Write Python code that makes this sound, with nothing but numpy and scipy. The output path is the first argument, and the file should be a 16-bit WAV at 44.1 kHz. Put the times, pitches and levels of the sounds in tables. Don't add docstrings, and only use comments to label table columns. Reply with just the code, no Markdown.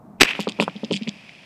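import sys
import numpy as np
from scipy import signal
from scipy.fft import rfft, irfft, next_fast_len
from scipy.io import wavfile
from scipy.ndimage import uniform_filter1d

SR = 44100
rng = np.random.default_rng(int(sys.argv[2]) if len(sys.argv) > 2 else 0)


def wrap_up_sound(samples):
    columns = np.atleast_2d(samples).T
    tamed = np.clip(columns, -1, 1)
    steps = np.round(tamed * 32767).astype(np.int16)
    wavfile.write(sys.argv[1], SR, steps)


N = 63945

# start_s, hold_s, level_db
CRACKS = [(0.2009, 0.013, -21.5), (.2087, 0.0016, -1), (0.2137, 0.0047, -1), (0.2194, .003, -11),
          (0.231, 0.0024, -4.5), (0.2434, 0.0093, -23)]
# frequency_hz, level_db
CRACK_SPECTRUM = [(30, 3.5), (100, -9), (220, -1.5), (400, -4), (700, -18.5), (1200, -8), (1700, -4.5),
                  (2050, -7), (2500, 0), (3400, -8.5), (5300, -12.5), (8000, -22.5), (13500, -29.5),
                  (16000, -51)]
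# pitch_hz, level_db
SHELL_MODES = [(388, -5.5), (774, -3), (1103, -12), (1270, -20), (1484, -5.5), (2005, 4), (2336, 3),
               (2546, 0.5), (2796, -24), (3062, -23), (3262, -11), (4727, -5), (5563, -14), (7850, -8.5)]
# start_s, level_db
LOW_THUMPS = [(0.2128, -9.5), (0.222, -23), (0.2325, -19)]
# time_s, level_db
SPRAY_ENVELOPE = [(.205, -64), (.238, -52), (.258, -19.5), (.264, -32.5), (.29, -21), (.3, -28),
                  (.312, -20), (.321, -32), (.326, -31), (.342, -44), (.352, -32.5), (.386, -37.5),
                  (.46, -45), (.55, -49.5), (.7, -50.5), (1.1, -49.5), (1.45, -50)]
# frequency_hz, level_db
SPRAY_SPECTRUM = [(100, -60), (200, -20.5), (900, -14.5), (1500, -11), (2200, -2.5), (2520, 4),
                  (2880, -4.5), (3400, -8.5), (4200, -21.5), (5200, -23), (6500, -29.5), (10000, -37),
                  (15000, -47)]
FOAM_SPECTRUM = [(200, -29), (600, 2.5), (1500, -19), (3000, -0.5), (4000, -6.5), (5000, -2.5), (6300, -14),
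                 (10000, -22), (15000, -52)]
# start_s, level_db, pitch_hz
SPLATS = [(0.31, -18, 2660), (.333, -20, 2520), (0.3518, -21, 2500), (0.5995, -11, 2570),
          (0.68, -28.5, 1830), (0.6972, -27, 2410), (1.0737, -26, 2340), (1.293, -33, 2360)]
# start_s, contact_db, contact_hz, ring_db, shudder_db, shudder_hz
KNOCKS = [(0.351, -26.5, 890, -38, -41, 190), (.392, -16, 657, -20, -20.5, 204.8),
          (0.4712, -15.5, 594, -13.5, -22.5, 211.6), (0.589, -26.5, 670, -26.5, -22.5, 237),
          (0.5993, -9, 655, -11.5, -18, 207), (0.623, -13.5, 950, -18, -20.5, 213),
          (0.6792, -8.5, 833, -25, -29.5, 185), (.6852, -19.5, 910, -37, -66, 188),
          (0.7549, -55, 303, -34.5, -28.5, 208), (0.8328, -36, 360, -19, -21.5, 223),
          (0.904, -62, 302, -30, -18.5, 222), (0.9107, -17.5, 352, -10, -15.5, 209),
          (0.9369, -48, 300, -33.5, -20.5, 195), (0.951, -50, 298, -41, -26, 190.3),
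          (1.013, -30.5, 293, -39, -22, 217.5), (1.067, -40, 350, -41, -25, 202.8),
          (1.075, -39, 477, -26.5, -18, 203)]
# pitch_hz, level_db, t60_s
LOG_MODES = [(293, -2.5, 0.041), (429, -0.5, 0.039), (526, -3, 0.038), (782, -9, 0.027), (929, -2, 0.022),
             (1264, -3, 0.018), (1710, 1, 0.0061)]
# frequency_hz, level_db
WOOD_SPECTRUM = [(40, -27), (100, 7), (170, 1), (300, 7), (430, -4.5), (650, -7.5), (1100, -8.5),
                 (1600, -9), (3000, -45)]
# start_s, length_s, level_db, fade_db, cutoff_hz
CHATTER_BOUTS = [(0.3975, 0.0026, -16, 19, 11300), (0.404, 0.027, -14, 20, 13200),
                 (0.4266, 0.023, -27, 2, 8300), (0.478, .003, -19, 8, 5530),
                 (0.489, 0.01, -14.5, 3.5, 9500), (.5085, .008, -36, 0, 5500),
                 (0.5207, 0.0025, -23.5, 14, 7100), (0.6046, 0.039, -12.5, 7.5, 10900),
                 (0.763, 0.004, -31, -9.5, 5570), (0.84, .003, -25, 3, 5560), (0.8467, .012, -21, 9, 6500),
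                 (0.91, 0.0073, -24, -5, 5570), (0.9238, .003, -16.5, 4, 9300),
                 (0.9305, 0.044, -13.5, 3.5, 8640), (1.023, .004, -24, 0, 5000),
                 (1.033, .004, -24, 0, 6100), (1.0778, .004, -22, 5, 6500), (1.0842, 0.0027, -19, 20, 7900),
                 (1.0912, 0.0036, -14, 8, 7400)]
# pitch_hz, level_db, t60_s
CASE_MODES = [(2530, -4.5, 0.0052), (3090, -1, 0.0036), (3430, -6.5, .008), (4800, -11, 0.0074),
              (7320, -11, 0.0027), (9400, -40, 0.0035)]
# frequency_hz, level_db
GRIT_SPECTRUM = [(1200, -23), (2300, -12), (3300, 8), (4200, -6), (4900, 3.5), (6000, -17), (7500, -9),
                 (10000, -17), (15000, -22)]
# frequency_hz, level_db
RUMBLE_SPECTRUM = [(25, -49), (60, -17), (110, -4), (160, -5.5), (210, -0.5), (330, -12.5), (480, -18),
                   (700, -12.5), (1200, -22.5), (1800, -37), (3000, -49.5), (15000, -50.5)]
# frequency_hz, gain_db
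MICROPHONE_RESPONSE = [(25, 8.5), (55, -0.5), (95, -5.5), (150, 0.5), (15000, 0)]


def burst(attack_s=0.00069, t60_s=0.012, linewidth_hz=11.8, shell_db=-5.5, tearing_db=-2):
    t = np.arange(N) / SR
    envelope = sum(decay(np.maximum(t - start - hold, 0), t60_s, db) * ramp(t - start, attack_s)
                   for start, hold, db in CRACKS)
    drifts = np.cumsum(rng.standard_normal((len(SHELL_MODES), N)), axis=1)
    drifts *= np.sqrt(2 * np.pi * linewidth_hz / SR)
    shell = unit(sum(amp(db) * np.sin(2 * np.pi * hz * t + drift)
                     for (hz, db), drift in zip(SHELL_MODES, drifts)))
    tearing = coloured(rng.standard_normal(N), CRACK_SPECTRUM)
    out = highpass(envelope * (amp(shell_db) * shell + amp(tearing_db) * tearing), hz=145, order=3)
    age = t / 0.0024
    thump = lowpass((1 - age) * np.exp(-age), hz=900)
    for start, db in LOW_THUMPS:
        add(out, start, amp(db) * thump)
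    return out


def soda(spray_start_s=0.18, foam_start_s=0.24, foam_db=-55.5):
    t = np.arange(N) / SR
    envelope = ramp(t - spray_start_s, rise_s=0.01) * amp(np.interp(t, *np.transpose(SPRAY_ENVELOPE)))
    spray = envelope * coloured(grains(spread_db=2), SPRAY_SPECTRUM)
    fizz = coloured(grains(spread_db=2), FOAM_SPECTRUM)
    foam = amp(foam_db) * ramp(t - foam_start_s, rise_s=0.1) * fizz
    return highpass(spray + foam, hz=150, order=3)


def splats(noise_db=-1):
    out, t = np.zeros(N), np.arange(SR // 20) / SR
    envelope = decay(t, t60_s=0.0092) * onset(t, tau_s=0.00039)
    envelope /= envelope.max()
    for start, db, hz in SPLATS:
        noise = coloured(rng.standard_normal(len(t)), SPRAY_SPECTRUM)
        noise = lowpass(highpass(noise, 0.77 * hz, order=4), hz=4650)
        add(out, start, amp(db) * envelope * (np.sin(2 * np.pi * hz * t) + amp(noise_db) * noise))
    return out


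def knocks(contact_delay_s=0.00069, swell_peak_s=0.0093, swell_width_s=0.0047, cutoff_ratio=2.04):
    out, t = np.zeros(N), np.arange(SR // 4) / SR
    contact_time = np.arange(N) / SR - contact_delay_s
    swell = np.exp(-0.5 * ((t - swell_peak_s) / swell_width_s) ** 2)
    shudder_envelope = (swell + decay(t, t60_s=0.22, db=-10.5)) * onset(t, tau_s=0.0018)
    for start, contact_db, contact_hz, ring_db, shudder_db, shudder_hz in KNOCKS:
        exponent = np.minimum((np.pi * contact_hz * (contact_time - start)) ** 2, 50)
        out += amp(contact_db) * (1 - 2 * exponent) * np.exp(-exponent)
        ring = lowpass(log_ring(t), cutoff_ratio * contact_hz, order=3)
        shudder = amp(shudder_db) * shudder_envelope * np.sin(2 * np.pi * shudder_hz * t)
        add(out, start, highpass(amp(ring_db) * ring + shudder, hz=131, order=3))
    return out


def log_ring(t, spread_db=1.5, detune=0.03):
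    scatter = rng.standard_normal((len(LOG_MODES), 2))
    modes = sum(decay(t, t60, db + spread_db * louder) * np.sin(2 * np.pi * hz * (1 + detune * up) * t)
                for (hz, db, t60), (louder, up) in zip(LOG_MODES, scatter))
    wood = decay(t, t60_s=0.15, db=-14) * coloured(rng.standard_normal(len(t)), WOOD_SPECTRUM)
    return (modes + wood) * onset(t, tau_s=0.00081)


def chatter(rate_hz=191, max_taps=10, jitter_s=0.0005, spread_db=2, grit_db=-23.5):
    out, t = np.zeros(N), np.arange(SR // 8) / SR
    for start, length, db, fade_db, cutoff_hz in CHATTER_BOUTS:
        grit = coloured(grains(spread_db=0.5, size=len(t)), GRIT_SPECTRUM)
        release = decay(np.maximum(t - length, 0), t60_s=0.084)
        bout = amp(db + grit_db - fade_db * ramp(t, length)) * release * grit
        for cycle, (later, louder) in enumerate(rng.standard_normal((max_taps, 2))):
            delay = cycle / rate_hz
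            gate = ramp(length - delay, 0.5 / rate_hz)
            tap_db = db - fade_db * ramp(delay, length) + spread_db * louder
            add(bout, delay + jitter_s * later, gate * amp(tap_db) * case_tap())
        add(out, start, lowpass(highpass(bout, hz=2270, order=5), cutoff_hz, order=5))
    return out


def case_tap(spread_db=1.7, detune=0.051, rebound_s=0.00182, rebound_db=-12.5):
    t = np.arange(SR // 80) / SR
    tap = np.zeros(len(t))
    for hz, db, t60 in CASE_MODES:
        envelope = decay(t, t60, db + rng.normal(0, spread_db))
        pitch_hz = hz * (1 + rng.normal(0, detune))
        tap += envelope * np.sin(2 * np.pi * (pitch_hz * t + rng.random()))
    tap += decay(t, t60_s=0.0018, db=-13.5) * rng.standard_normal(len(t))
    add(tap, rebound_s * (0.5 + rng.random()), amp(rebound_db) * tap)
    return tap


def hillside_echo(x, level_db=-29.5):
    t = np.arange(SR // 2) / SR
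    scatter = highpass(lowpass(rng.standard_normal(len(t)), hz=5250), hz=254, order=4)
    tail = scatter * decay(t, t60_s=0.73)
    return amp(level_db) * signal.fftconvolve(x, tail / np.linalg.norm(tail))[:N]


def rumble(level_db=-46, drop_db=8.5, drop_s=1.46):
    sink = ramp(np.arange(N) / SR, drop_s) ** 2
    return amp(level_db - drop_db * sink) * coloured(rng.standard_normal(N), RUMBLE_SPECTRUM)


def amp(db):
    return 10 ** (np.asarray(db) / 20)


def unit(x):
    return x / np.sqrt(np.mean(x ** 2) + 1e-20)


def decay(t, t60_s, db=0):
    return amp(db - 60 * t / t60_s)


def onset(t, tau_s):
    return 1 - np.exp(-t / tau_s)


def ramp(t, rise_s):
    return np.clip(t / rise_s, 0, 1)


def grains(spread_db, size=N):
    noise = rng.standard_normal(size)
    flicker = unit(uniform_filter1d(rng.standard_normal(size), size=60))
    return noise * amp(spread_db * flicker)


def gain_at(hz, spectrum):
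    frequency_hz, level_db = np.transpose(spectrum)
    return amp(np.interp(np.log(hz + 1), np.log(frequency_hz), level_db))


def filtered(x, response):
    size = next_fast_len(len(x) + 8192)
    return irfft(rfft(x, size) * response(np.fft.rfftfreq(size, 1 / SR)), size)[:len(x)]


def coloured(x, spectrum):
    return unit(filtered(x, lambda hz: gain_at(hz, spectrum)))


def lowpass(x, hz, order=2):
    return signal.sosfilt(signal.butter(order, hz, fs=SR, output="sos"), x)


def highpass(x, hz, order=2):
    return signal.sosfilt(signal.butter(order, hz, "high", fs=SR, output="sos"), x)


def add(track, start_s, sound):
    part = track[max(round(start_s * SR), 0):][:len(sound)]
    part += sound[:len(part)]


def scene():
    transients = burst() + splats()
    return (transients + hillside_echo(transients) + soda() + knocks() + chatter() + rumble())[None]


def record(dry, band_edge_hz=15900, taper_hz=700):
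    def response(hz):
        band_limit = np.clip((band_edge_hz - hz) / taper_hz, 0, 1) ** 2
        return gain_at(hz, MICROPHONE_RESPONSE) * band_limit

    saturated = dry[0] / (1 + np.abs(dry[0]) ** 4) ** (1 / 4)
    return filtered(saturated, response)[None]


dry = scene()
out = record(dry)
wrap_up_sound(out)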